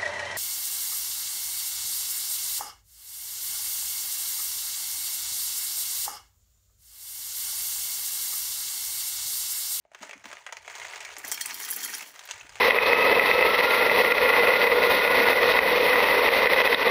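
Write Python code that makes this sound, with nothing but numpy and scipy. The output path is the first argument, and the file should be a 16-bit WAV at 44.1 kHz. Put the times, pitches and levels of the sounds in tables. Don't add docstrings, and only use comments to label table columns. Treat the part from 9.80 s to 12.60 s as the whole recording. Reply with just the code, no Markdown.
import sys
import numpy as np
from scipy import signal
from scipy.io import wavfile

SR = 44100
rng = np.random.default_rng(int(sys.argv[2]) if len(sys.argv) > 2 else 0)


def volts(x):
    e = np.asarray(x, float) / 20
    return 10 ** e


def output_pcm(signal):
    pcm = np.clip(np.atleast_2d(signal).T, -1, 1) * 32767
    wavfile.write(sys.argv[1], SR, np.round(pcm).astype(np.int16))


N = 123479


def rms_one(x):
    return x / np.sqrt(np.mean(x ** 2) + 1e-20)


def at(rows, s):
    return np.interp(s, *np.transpose(rows))


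def colour(points, hz):
    point_hz, point_db = np.transpose(points)
    return np.interp(np.log(hz), np.log(point_hz), point_db)


def drift(rate_hz, s):
    knots = rng.standard_normal(400)
    return np.interp(s * rate_hz, np.arange(400), knots)


def sample_of(s):
    return np.clip((s * SR).astype(int), 0, N - 1)


def grains(start_s, end_s, sizes_db, count):
    return rng.uniform(start_s, end_s, count), sizes_db * np.minimum(rng.exponential(1, count), 2.0)


def bounce(s, db, count):
    gap_s, loss_db = 0.0028, 7.5
    gaps = gap_s * rng.uniform(.3, 1.9, (len(s), count))
    times = s[:, None] + np.cumsum(gaps, axis=1) - gaps[:, :1]
    loss = loss_db * np.arange(count) + rng.normal(0, 0.19, gaps.shape)
    levels = db[:, None, :] - loss[:, :, None]
    return times.ravel(), levels.reshape(-1, db.shape[1])


def strike(s, db, hz, t60):
    out, where = np.zeros(N), sample_of(s)
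    gains = volts(db) * rng.choice([-1, 1], db.shape)
    for k in range(len(hz)):
        r = volts(-60 / (t60[k] * SR))
        w = 2 * np.pi * hz[k] / SR
        clicks = np.bincount(where, gains[:, k], N)
        out += signal.lfilter([0, np.sin(w)], [1, -2 * r * np.cos(w), r * r], clicks + 1e-18)
    return out


def rattle(s, db, hz, t60):
    tick_db = 1
    out, where = np.zeros(N), sample_of(s)
    white = rng.standard_normal((2, N))
    half = np.sqrt(hz[1] / hz[0])
    for k in range(len(hz)):
        fall = volts(-120 / (t60[k] * SR))
        early = np.maximum(where - int(.3 * SR / (hz[k] * (half - 1 / half))), 0)
        hits = np.bincount(early, volts(2 * db[:, k]), N) + 1e-18
        power = signal.lfilter([1], [1, -fall], hits)
        tick = volts(tick_db) * np.sqrt(hits / (1 - fall)) * np.sign(white[0])
        band = signal.butter(2, [hz[k] / half, hz[k] * half], "band", fs=SR, output="sos")
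        out += signal.sosfilt(band, np.sqrt(power) * white[k % 2] + tick)
    return out


def lift(x, peaks):
    for hz, width_hz, db in peaks:
        x = x + (volts(db) - 1) * signal.lfilter(*signal.iirpeak(hz, hz / width_hz, fs=SR), x)
    return x


def rumble():
    # columns time_s, level_db
    grip = [(0, -92.5), (.45, -72.5), (.65, -85), (.8, -73), (.98, -75), (1.04, -66), (1.1, -78),
            (1.4, -72), (1.75, -74.5), (1.9, -81.5), (2.51, -81), (2.55, -61), (2.585, -82), (2.645, -62),
            (2.68, -70), (2.73, -60), (2.8, -68)]
    low_hz, high_hz, hiss_db = 52, 124.5, -98
    t = np.arange(N) / SR
    band = signal.butter(2, [low_hz, high_hz], "band", fs=SR, output="sos")
    low = signal.sosfilt(band, rng.standard_normal(N))
    hiss = signal.lfilter([1], [1, -.97], rng.standard_normal(N))
    press_db = at(grip, t) + 0.67 * drift(20, t)
    return volts(press_db) * rms_one(low) + volts(hiss_db) * hiss


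def room(x):
    t60_s, dull_hz, level_db = 0.26, 8300, -13
    t = np.arange(SR // 3) / SR
    tail = rng.standard_normal(len(t)) * volts(-60 * t / t60_s) * (t > .003)
    tail = signal.lfilter(*signal.butter(1, dull_hz, fs=SR), tail)
    return volts(level_db) * signal.fftconvolve(x, tail / np.sqrt(np.sum(tail ** 2)))[:N]


def bumps():
    # columns start_s, level_db, pitch_hz, t60_s (time to fade by 60 dB)
    rim_bumps = [
        (0.214, -34, 250, 0.23),
        (.355, -32.5, 260, 0.065),
        (.454, -32.5, 267.3, 0.21),
        (1.38, -37, 350, 0.19),
        (1.446, -32, 258, 0.051),
        (1.965, -31, 390, 0.03),
        (2.096, -36, 390, .04),
        (2.645, -41, 260, 0.033),
    ]
    out = np.zeros(N)
    for s, db, hz, t60 in rim_bumps:
        times, levels = bounce(np.array([s]), np.array([[db, db]]), count=2)
        out += rattle(times, levels, hz * np.array([.87, 1.15]), [t60] * 2)
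    return out


def bowl():
    # columns start_s, peak_db, brightest_hz, depth_db (strength of the low part)
    drops = [(1.384, -24.5, 6880, -15), (1.4487, -24, 6800, -11), (1.471, -28, 7000, -4),
             (1.499, -42, 6800, 5), (1.4803, -19.5, 11700, -43), (1.516, -11.5, 7800, -8.5),
             (1.5221, -11.5, 8300, -12), (1.544, -22, 12700, -1), (1.6095, -22.5, 7140, -1),
             (1.6121, -13.5, 8770, -7), (1.6596, -13, 8850, -18), (1.68, -37, 5400, 0),
             (1.7092, -31, 5540, 5.5), (1.7438, -18, 12300, -8), (1.802, -21, 11300, -35),
             (1.832, -21.5, 5502, -11), (1.841, -25, 11700, -28), (1.8493, -17, 11400, -6.5),
             (1.888, -19, 11150, -34), (1.9033, -13.5, 12000, -22), (1.9105, -15, 11500, -40),
             (1.926, -18.5, 5000, -13), (1.933, -16, 5200, -20), (1.9632, -13.5, 11600, -41),
             (1.99, -35, 5950, -1), (2.032, -19.5, 11400, -2.5), (2.039, -24, 6950, -4),
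             (2.046, -18, 11500, -8), (2.049, -17, 11610, -9), (2.1, -24.5, 11800, -15),
             (2.138, -28.5, 6100, 6), (2.142, -22.5, 4970, -5), (2.15, -20, 9100, -8),
             (2.1817, -22, 11800, -17), (2.228, -28, 5900, -10), (2.4537, -30.5, 13700, -11)]
    # columns time_s, level_db
    spill = [
        (1.371, -73.5),
        (1.47, -44),
        (1.55, -49),
        (1.74, -44.5),
        (1.92, -37.5),
        (2.0, -39.5),
        (2.17, -42.5),
        (2.27, -50),
        (2.439, -67.5),
    ]
    # columns pitch_hz, level_db, t60_s
    bowl_tones = [(265, -28, .12), (1860, -22, .06), (3196, -11, .13), (4343, -11.5, .1), (4890, -13, .09),
                  (5490, -11, .09), (5822, -9, .09), (5980, -9, .09), (6935, -11, .08), (7470, -12, .08),
                  (8930, -11, .05), (9750, -12, .05), (11750, -8, .05), (15200, -10, .07)]
    # columns pitch_hz, level_db (per Hz)
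    crack_colour = [(1470, -43), (2500, -54), (3300, -12), (4030, -15), (5660, -8.5), (8140, -11),
                    (12000, -9.5), (13900, -14), (15800, -4)]
    crack_db, crack_ring_s, focus_db, focus_octaves = -9, 0.059, 9.5, 0.14
    ring_db, filling_db_per_s = -17.5, -6
    patter_db, chime_db, belly_db, belly_ring_s = -0.5, -10.5, -17.5, 0.26

    hz = np.geomspace(2700, 15400, 18)
    body = colour(crack_colour, hz)
    tone_hz, tone_db, t60 = np.transpose(bowl_tones)
    s, db, peak_hz, depth = np.transpose(drops)
    depth = depth - np.median(depth)

    lean = np.clip(np.log2(8000 / hz), 0, 1)
    octaves_off = np.log2(hz / peak_hz[:, None])
    focus = focus_db * np.exp(-.5 * (octaves_off / focus_octaves) ** 2)
    crack = db[:, None] + crack_db + body + focus + np.outer(depth, lean)
    filled_db = db + filling_db_per_s * (s - s[0])
    ring = filled_db[:, None] + ring_db + tone_db + np.outer(depth, tone_hz < 7000)
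    s_crack, crack = bounce(s, crack + rng.normal(0, 3.4, crack.shape), count=3)
    s_ring, ring = bounce(s, ring + rng.normal(0, 2, ring.shape), count=2)

    t, size = grains(spill[0][0], spill[-1][0], 3.5, count=420)
    size = (size + at(spill, t) + patter_db)[:, None]
    patter = size + body + rng.normal(0, 3.3, (len(t), len(hz)))
    chime = size + chime_db + tone_db + rng.normal(0, 1.3, (len(t), len(t60)))
    belly = size + belly_db + rng.normal(0, 2.9, (len(t), 4))
    cracks = rattle(np.r_[s_crack, t], np.r_[crack, patter], hz, np.full(len(hz), crack_ring_s))
    low = rattle(t, belly, np.geomspace(200, 410, 4), [belly_ring_s] * 4)
    return cracks + low + strike(np.r_[s_ring, t], np.r_[ring, chime], tone_hz, t60)


def hollow(x):
    hz, width_hz, depth = 520, 480, 0.96
    over = np.interp(np.arange(N) / SR, [1.5, 1.6, 2.18, 2.24], [0, 1, 1, 0])
    return x - depth * over * signal.lfilter(*signal.iirpeak(hz, hz / width_hz, fs=SR), x)


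def panels():
    # columns start_s, peak_db, pitch_hz
    panel_knocks = [(0.052, -38.5, 646), (0.117, -36, 666), (0.23, -28, 920), (0.294, -31, 690),
                    (0.311, -26, 2680), (0.331, -26.5, 2020), (0.454, -36, 890), (0.529, -30, 1600),
                    (0.665, -31.5, 1590), (0.674, -28, 2020), (0.688, -33, 1560), (0.725, -21.5, 2020),
                    (0.769, -35, 2310), (0.879, -33, 2180), (0.9, -31, 2020), (0.954, -35, 1430),
                    (0.982, -33, 1860), (0.999, -25, 2020), (1.01, -32, 1910), (1.017, -21, 2110),
                    (1.032, -39, 2070), (1.05, -21, 2060), (1.111, -28, 1930), (1.135, -20.5, 2054),
                    (1.159, -28, 1670), (1.207, -29.5, 2630), (1.252, -24, 2330), (1.265, -26, 2200),
                    (1.367, -24, 2120), (1.441, -22, 1780), (1.447, -23.5, 1960), (1.52, -26, 2350),
                    (1.579, -22.5, 2350), (1.611, -18.5, 1870), (1.657, -27, 2120), (1.709, -25, 1872),
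                    (1.801, -33, 1790), (1.84, -22.5, 1840), (1.878, -29, 2000), (1.89, -22.5, 1970),
                    (1.927, -22.5, 1730), (2.017, -25.5, 1880), (2.037, -25.5, 1760), (2.059, -21.5, 1980),
                    (2.087, -27, 1870), (2.094, -23, 1850), (2.142, -27, 2080), (2.208, -36, 2050),
                    (2.489, -28.5, 2620), (2.511, -23, 2700), (2.61, -27, 2610)]
    level_db, rise_cycles, ring_s = -5, 0.72, .018
    s, db, hz = np.transpose(panel_knocks)[:, :, None]
    t = np.arange(SR // 20) / SR
    shape = (1 - np.exp(-t * hz / rise_cycles)) * volts(-60 * t / ring_s)
    tone = np.sin(2 * np.pi * hz * t) + 0.24 * np.sin(2 * np.pi * 1.157 * hz * t)
    where = (s * SR).astype(int) + np.arange(len(t))
    knocks = volts(db + level_db) * shape * tone
    return np.bincount(where.ravel(), knocks.ravel(), N + SR)[:N]


def tray():
    # columns time_s, level_db
    stir = [(0, -82), (.11, -76.5), (.16, -60), (.23, -44.5), (.35, -57), (.43, -54), (.46, -47.5),
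            (.63, -54.5), (.83, -56.5), (.9, -48.5), (1.02, -39), (1.27, -45.5), (1.36, -47.5),
            (1.46, -41.5), (2.2, -41), (2.33, -54.5), (2.51, -44), (2.68, -49)]
    # columns start_s, peak_db, brightness_db
    tray_knocks = [(0.051, -52, -20), (0.117, -40.5, -17.5), (0.135, -40, -13), (0.148, -24, -17),
                   (0.231, -22.5, -13), (0.294, -25, -13.5), (0.311, -26.5, -13), (0.332, -22, -19),
                   (0.442, -26, -17), (0.456, -23.5, -14.5), (0.501, -30, -33), (0.515, -25, -15.5),
                   (0.5295, -19.5, -14), (0.569, -27.5, -18), (0.665, -18, -17), (0.674, -34, -42),
                   (0.691, -22.5, -34), (0.725, -15, -15), (0.769, -23, -12), (0.849, -31.5, -18),
                   (0.879, -21, -18.5), (0.899, -30, -8.5), (0.953, -25, -7.5), (0.969, -41, -11),
                   (0.982, -24, -13), (0.999, -22.5, -14), (1.051, -23, -12), (1.112, -23, -48),
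                   (1.135, -27.5, -32), (1.159, -22.5, -10.5),
                   (1.206, -37, 6), (1.25, -26.5, -5), (1.334, -33.5, -13), (1.367, -24.5, -7),
                   (1.445, -23.5, -48), (1.518, -17, -36), (1.576, -21, -11), (1.608, -34, 1),
                   (1.709, -22.5, -22.5), (2.475, -32, -4), (1.839, -35, 3.5), (1.926, -36, -0.5),
                   (2.093, -31, -18), (2.142, -25.5, -26), (2.208, -21, -10), (2.36, -30, -10),
                   (2.393, -26, -7.5), (2.437, -35.5, -7), (2.49, -24.5, -12), (2.511, -22.5, -3.5),
                   (2.579, -33, -7), (2.612, -30.5, -10), (2.694, -31.5, -6.5), (2.756, -24.5, -12)]
    # columns pitch_hz, level_db (per Hz)
    tray_colour = [(300, -19.5), (620, -8.5), (1300, -9.5), (2500, -10.5), (4900, -18), (8500, -21),
                   (13000, -38.5), (15800, -34)]
    # columns pitch_hz, width_hz, lift_db
    sharp_peaks = [(911, 46, 5.5), (2020, 800, 5.5), (6500, 980, 7), (15100, 250, 13.5)]
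    ring_s, ring_cycles = 0.036, 9.1
    knock_db, dull_db_per_octave, scatter_db = 0.5, -4.5, 2
    roll_db, roll_sizes_db, clumps_db = 3, 3.8, 2.5

    hz = np.geomspace(390, 15400, 22)
    t60 = ring_s + ring_cycles / hz
    body = colour(tray_colour, hz) - 10 * np.log10(t60 / 0.019)

    s, db, bright = np.transpose(tray_knocks)
    lean = np.clip(np.log2(hz / 2500) / 0.76, 0, 1)
    dull = dull_db_per_octave * np.maximum(np.log2(hz / 8000), 0)
    db = db[:, None] + knock_db + body + dull + np.outer(bright - np.median(bright), lean)
    s, db = bounce(s, db + rng.normal(0, scatter_db, db.shape), count=3)

    t, size = grains(0, N / SR, roll_sizes_db, count=1700)
    size = size + clumps_db * drift(35.07, t) + at(stir, t) + roll_db
    roll = size[:, None] + body + rng.normal(0, 4.64, (len(t), len(hz)))
    return lift(rattle(np.r_[s, t], np.r_[db, roll], hz, t60), sharp_peaks)


def scene():
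    beans = hollow(tray()) + panels() + bowl() + bumps()
    beans = signal.sosfilt(signal.butter(2, 140, "high", fs=SR, output="sos"), beans)
    return (beans + room(beans) + rumble())[None, :]


def low_pass(x):
    return signal.sosfilt(signal.butter(12, 16810, fs=SR, output="sos"), x)


def record(dry):
    top_hz = 15800
    mix = signal.sosfilt(signal.cheby2(20, 34, top_hz, fs=SR, output="sos"), dry)
    return low_pass(mix)


dry = scene()
out = record(dry)
output_pcm(out)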